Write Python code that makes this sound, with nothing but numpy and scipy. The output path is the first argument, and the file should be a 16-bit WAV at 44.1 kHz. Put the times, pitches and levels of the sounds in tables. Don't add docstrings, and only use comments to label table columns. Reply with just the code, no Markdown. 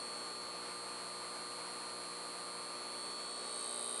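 import sys
import numpy as np
from scipy import signal
from scipy.fft import rfft, irfft
from scipy.io import wavfile

SR = 44100
rng = np.random.default_rng(int(sys.argv[2]) if len(sys.argv) > 2 else 0)


def generate_wav(signal):
    frames = np.transpose(np.atleast_2d(signal))
    scaled = np.clip(frames, -1, 1) * 32767
    pcm = np.round(scaled).astype(np.int16)
    wavfile.write(sys.argv[1], SR, pcm)


N = 176400
MAINS_HZ, CYCLE_SIZE = 60, 4096
HARMONIC_HZ = np.arange(CYCLE_SIZE) * MAINS_HZ
CYCLE_TURNS = np.arange(CYCLE_SIZE) / CYCLE_SIZE
BIN_HZ = np.fft.rfftfreq(N, 1 / SR)

# (time [s], frequency [Hz])
MAINS_TRACK_HZ = [(0, 59.98), (.8, 59.98), (2.2, 59.991), (3, 60.006), (4, 59.991)]
# (time [s], slide [0 = tube end, 1 = further along])
MIC_SLIDE = [(0, 0.36), (.6, 0), (2.6, 0), (3.2, 0.39), (3.65, 0.67), (4, 0.72)]
# (frequency [Hz], density [dB/Hz])
ROOM_SPECTRUM = [(20, -110), (50, -106), (80, -99), (110, -100), (150, -95), (210, -91), (300, -86.5),
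                 (450, -86.5), (550, -81), (630, -85), (690, -80.5), (790, -85.5), (870, -80), (980, -84),
                 (1100, -82), (1170, -84), (1320, -84), (1450, -84.5), (1650, -88.5), (2500, -88.5),
                 (3000, -93.5), (3900, -98), (4300, -93), (5000, -99.5), (7000, -100), (9000, -101.5),
                 (10900, -100)]
# (frequency [Hz], gain [dB])
ROOM_ALONG_EQ = [(100, -2), (550, 3.5), (900, -4.5), (1300, -4.5), (2000, -1), (3300, -3.5), (10000, 7)]
# (harmonic [x mains], relative level [dB])
HUM_END_HARMONICS = [(1, -26), (2, -18), (3, -10.5), (4, -12), (5, -10), (6, -5.5), (7, -13.5), (8, -3.5),
                     (9, -14.5), (10, -10), (11, -19.5), (12, -18), (13, -22.5), (14, -18), (15, -12),
                     (16, -7.5), (17, -10.5), (18, -5), (19, -5), (20, 1), (21, -24), (22, -16.5),
                     (23, -9.5), (24, -17)]
HUM_ALONG_HARMONICS = [(1, -21.5), (2, -28), (3, -21), (4, -3.5), (5, -14), (6, -5), (7, 2.5), (8, -2.5),
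                       (9, -14), (10, -1), (11, -7), (12, -16), (13, -11), (14, -5), (15, -12), (16, -25),
                       (17, -9), (18, -5), (19, 3), (20, 1), (21, -26), (22, -18), (23, -18), (24, -6)]
# (frequency [Hz], relative level [dB])
RATTLE_PARTIALS = [(2880, -22), (3120, -8.5), (3240, -19), (3360, -3.5), (3420, -22), (3480, -9),
                   (3540, -18), (3600, -8.5), (3660, -12), (3720, -10), (3780, -3), (3840, -10), (3900, -6),
                   (3960, -5), (4020, -11.5)]
FIZZ_PARTIALS = [(4900, -15.5), (5400, -13), (6360, -14.5), (6480, -4), (6600, -15), (7080, -14),
                 (7200, -1), (7320, -19.5), (7440, 6.5), (7560, -7.5), (7680, 0.5), (7800, -4), (7920, -6),
                 (8160, -10.5)]
SIZZLE_PARTIALS = [(9060, -10), (9120, -16), (9180, -10), (9240, -3), (9300, 1.5), (9360, -11.5),
                   (9420, 1.5), (9480, -2), (9540, -4.5), (9600, -11), (9660, -19.5)]
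SPIT_PARTIALS = [(9720, -13), (9840, -12), (9960, -6.5), (10200, -0.5), (10320, -27), (10440, -9),
                 (10500, -10), (10560, -0.5), (10680, -17), (10800, 3.5), (10860, -2.5), (10980, -3.5)]
WHISTLE_END_PARTIALS = [(8160, -25), (8280, -13), (8400, -0.5), (8460, -6.5), (8520, -2), (8580, 0),
                        (8640, 1), (8700, -6), (8760, -12), (8880, -25), (8940, -24)]
WHISTLE_ALONG_PARTIALS = [(8160, -26), (8340, -24), (8460, -9), (8520, -15.5), (8580, 0), (8640, -3),
                          (8700, -3), (8760, -11), (8820, -14), (8880, -10), (8940, -13)]
WHINE_PARTIALS = [(4080, -63.5), (4140, -58), (4200, -68), (4260, -53), (4320, -58.5), (4380, -55),
                  (4440, -59.5), (4500, -63.5), (4560, -87), (4620, -62), (4680, -63.5), (4740, -65),
                  (4800, -64.5), (4860, -81.5)]
# (centre [cycles], width [cycles], relative level [dB])
HUM_BURSTS = [(0.082, 0.128, 2), (0.359, 0.101, -1), (0.748, 0.182, -1)]
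RATTLE_BURSTS = [(0.219, 0.147, -2), (0.742, 0.15, 0)]
FIZZ_BURSTS = [(.26, 0.2, 0.081), (0.742, 0.17, -1.09)]
SIZZLE_BURSTS = [(0.36, 0.055, -2), (0.14, 0.15, 1), (0.73, 0.14, -6.5)]
WHISTLE_BURSTS = [(.13, 0.087, -12.5), (.64, .13, -1.5)]
WHINE_BURSTS = [(.14, 0.085, 0), (.31, 0.075, -6), (0.599, 0.133, -0.5), (.88, 0.095, -8.5)]
# (time [s], level [dB])
RATTLE_DB = [(0, -62.5), (2.7, -62), (3.15, -58.5), (3.4, -59), (3.7, -56), (4, -55)]
FIZZ_DB = [(0, -62.5), (.7, -62.5), (2.2, -61), (2.85, -64), (3.2, -61.5), (3.7, -61), (4, -64)]
SIZZLE_DB = [(0.0, -56), (0.7, -63), (1.73, -56), (2.38, -57), (2.74, -65), (2.92, -54.5), (3.07, -56),
             (3.24, -64), (3.59, -62), (3.68, -74), (3.91, -63), (4.0, -65)]
SPIT_DB = [(0, -58.5), (.37, -57.5), (2, -56), (2.7, -56), (3.05, -58.5), (3.2, -56.5), (3.34, -63),
           (3.55, -60.5), (3.68, -60), (3.85, -55), (4, -57)]
WHISTLE_DB = [(0, -54.5), (.23, -56), (.47, -63), (.71, -55), (1.3, -57), (2.12, -59), (2.66, -54),
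              (2.84, -61), (3.03, -51.5), (3.17, -59.5), (3.31, -50.5), (3.42, -52), (3.56, -46),
              (3.87, -43.5), (4, -43.7)]
WHINE_LOW_DB = [(0.0, -51), (0.7, -51.5), (1.97, -50.5), (2.6, -51.5), (3.13, -52), (3.74, -53), (4.0, -55)]
WHINE_MID_DB = [(0.0, -48), (0.38, -49), (0.75, -52), (2.41, -54), (3.14, -46.5), (3.62, -49.5),
                (3.91, -58.5), (4.0, -65)]
WHINE_TOP_DB = [(0.0, -67), (0.79, -61), (2.61, -60), (3.03, -65.5), (3.66, -58), (4.0, -56)]


def amp(db):
    return 10 ** (np.asarray(db) / 20)


def unit_rms(x):
    return x / np.sqrt(np.mean(abs(x) ** 2) + 1e-20)


def curve(points):
    return np.interp(np.arange(N) / SR, *np.transpose(points))


def gain_at(spectrum, freq):
    point_freq, db = np.transpose(sorted(spectrum))
    return amp(np.interp(np.log(freq + 1), np.log(point_freq + 1), db))


def equalise(x, spectrum):
    return irfft(rfft(x) * gain_at(spectrum, BIN_HZ), N)


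def drift(rate_hz):
    return unit_rms(irfft(rfft(rng.standard_normal(N)) * np.exp(-(BIN_HZ / rate_hz) ** 2), N))


def burst_envelope(bursts, turns):
    return sum(amp(db) * np.exp(-(((turns - centre + .5) % 1 - .5) / width) ** 2)
               for centre, width, db in bursts)


def burst_partials(spectrum, bursts, passes=40):
    edges_hz = np.transpose(spectrum)[0]
    low_hz, high_hz = edges_hz.min() - MAINS_HZ / 2, edges_hz.max() + MAINS_HZ / 2
    gains = gain_at(spectrum, HARMONIC_HZ) * (HARMONIC_HZ > low_hz) * (HARMONIC_HZ < high_hz)
    envelope = burst_envelope(bursts, CYCLE_TURNS)
    partials = gains * np.exp(2j * np.pi * rng.random(CYCLE_SIZE))
    for _ in range(passes):
        bunched = np.fft.fft(envelope * np.exp(1j * np.angle(np.fft.ifft(partials))))
        partials = gains * np.exp(1j * np.angle(bunched))
    return partials


def with_gains(partials, gains):
    return partials / (abs(partials) + 1e-12) * gains


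def loop_cycle(partials, turns):
    looped = np.interp(turns % 1, CYCLE_TURNS, np.fft.ifft(partials), period=1)
    return unit_rms(looped) * np.sqrt(2)


def room(slide, flutter_db=0.75):
    air = equalise(rng.standard_normal(N) * np.sqrt(SR / 2), ROOM_SPECTRUM)
    blend = (1 - slide) * air + slide * equalise(air, ROOM_ALONG_EQ)
    return blend * amp(flutter_db * drift(rate_hz=18))


def ballast_hum(turns, slide, split_hz=750, end_db=-51, along_db=-49):
    lines = [(k * MAINS_HZ, db) for k, db in HUM_END_HARMONICS]
    smooth = burst_partials([(hz, db) for hz, db in lines if hz < split_hz], [(0, 10, 0)])
    pulsing = burst_partials([(hz, db) for hz, db in lines if hz > split_hz], HUM_BURSTS)
    end = smooth + pulsing
    along = with_gains(end, gain_at(HUM_ALONG_HARMONICS, np.arange(CYCLE_SIZE)))
    return ((1 - slide) * amp(end_db) * loop_cycle(end, turns).real
            + slide * amp(along_db) * loop_cycle(along, turns).real)


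def fixture_ring(spectrum, bursts, turns, slide, hiss_gain, echo_db=3.5, echo_turns_per_slide=1.1):
    partials = burst_partials(spectrum, bursts)
    smeared = loop_cycle(burst_partials(spectrum, bursts, passes=1), turns)
    echo = amp(echo_db) * slide * smeared * np.exp(2j * np.pi * echo_turns_per_slide * slide)
    band = np.interp(BIN_HZ, HARMONIC_HZ, abs(partials))
    pulsed_noise = rng.standard_normal(N) * burst_envelope(bursts, turns)
    hiss = unit_rms(irfft(rfft(pulsed_noise) * band, N))
    return unit_rms((loop_cycle(partials, turns) + echo).real + hiss_gain * hiss)


def fixture_buzz(turns, slide, sizzle_trim_db=-0.1, spit_trim_db=-0.14):
    rattle = fixture_ring(RATTLE_PARTIALS, RATTLE_BURSTS, turns, slide, hiss_gain=0.047)
    fizz = fixture_ring(FIZZ_PARTIALS, FIZZ_BURSTS, turns, slide, hiss_gain=0.15)
    sizzle = fixture_ring(SIZZLE_PARTIALS, SIZZLE_BURSTS, turns, slide, hiss_gain=0.14)
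    spit = fixture_ring(SPIT_PARTIALS, SIZZLE_BURSTS, turns, slide, hiss_gain=0.09)
    return (amp(curve(RATTLE_DB)) * rattle
            + amp(curve(FIZZ_DB)) * fizz
            + amp(curve(SIZZLE_DB) + sizzle_trim_db) * sizzle
            + amp(curve(SPIT_DB) + spit_trim_db) * spit)


def fixture_whistle(turns, slide, trim_db=0.47, flutter_db=0.2):
    along = burst_partials(WHISTLE_ALONG_PARTIALS, WHISTLE_BURSTS)
    end = with_gains(along, gain_at(WHISTLE_END_PARTIALS, HARMONIC_HZ))
    gain = amp(curve(WHISTLE_DB) + trim_db + flutter_db * drift(rate_hz=26))
    return gain * ((1 - slide) * loop_cycle(end, turns) + slide * loop_cycle(along, turns)).real


def fixture_whine(turns, splits_hz=(4350, 4530), trim_db=-1.5):
    partials = burst_partials(WHINE_PARTIALS, WHINE_BURSTS)
    band = np.digitize(HARMONIC_HZ, splits_hz)
    return sum(amp(curve(level_db) + trim_db) * loop_cycle(partials * (band == k), turns).real
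               for k, level_db in enumerate([WHINE_LOW_DB, WHINE_MID_DB, WHINE_TOP_DB]))


def scene():
    turns = np.cumsum(curve(MAINS_TRACK_HZ)) / SR
    slide = curve(MIC_SLIDE)
    tube = (ballast_hum(turns, slide) + fixture_whine(turns)
            + fixture_whistle(turns, slide) + fixture_buzz(turns, slide))
    return (tube + room(slide))[None]


def record(dry):
    cutoff_hz = 11000
    taps = signal.firwin(1023, cutoff_hz, window=("kaiser", 9), fs=SR)
    return signal.oaconvolve(dry, taps[None], "same")


dry = scene()
out = record(dry)
generate_wav(out)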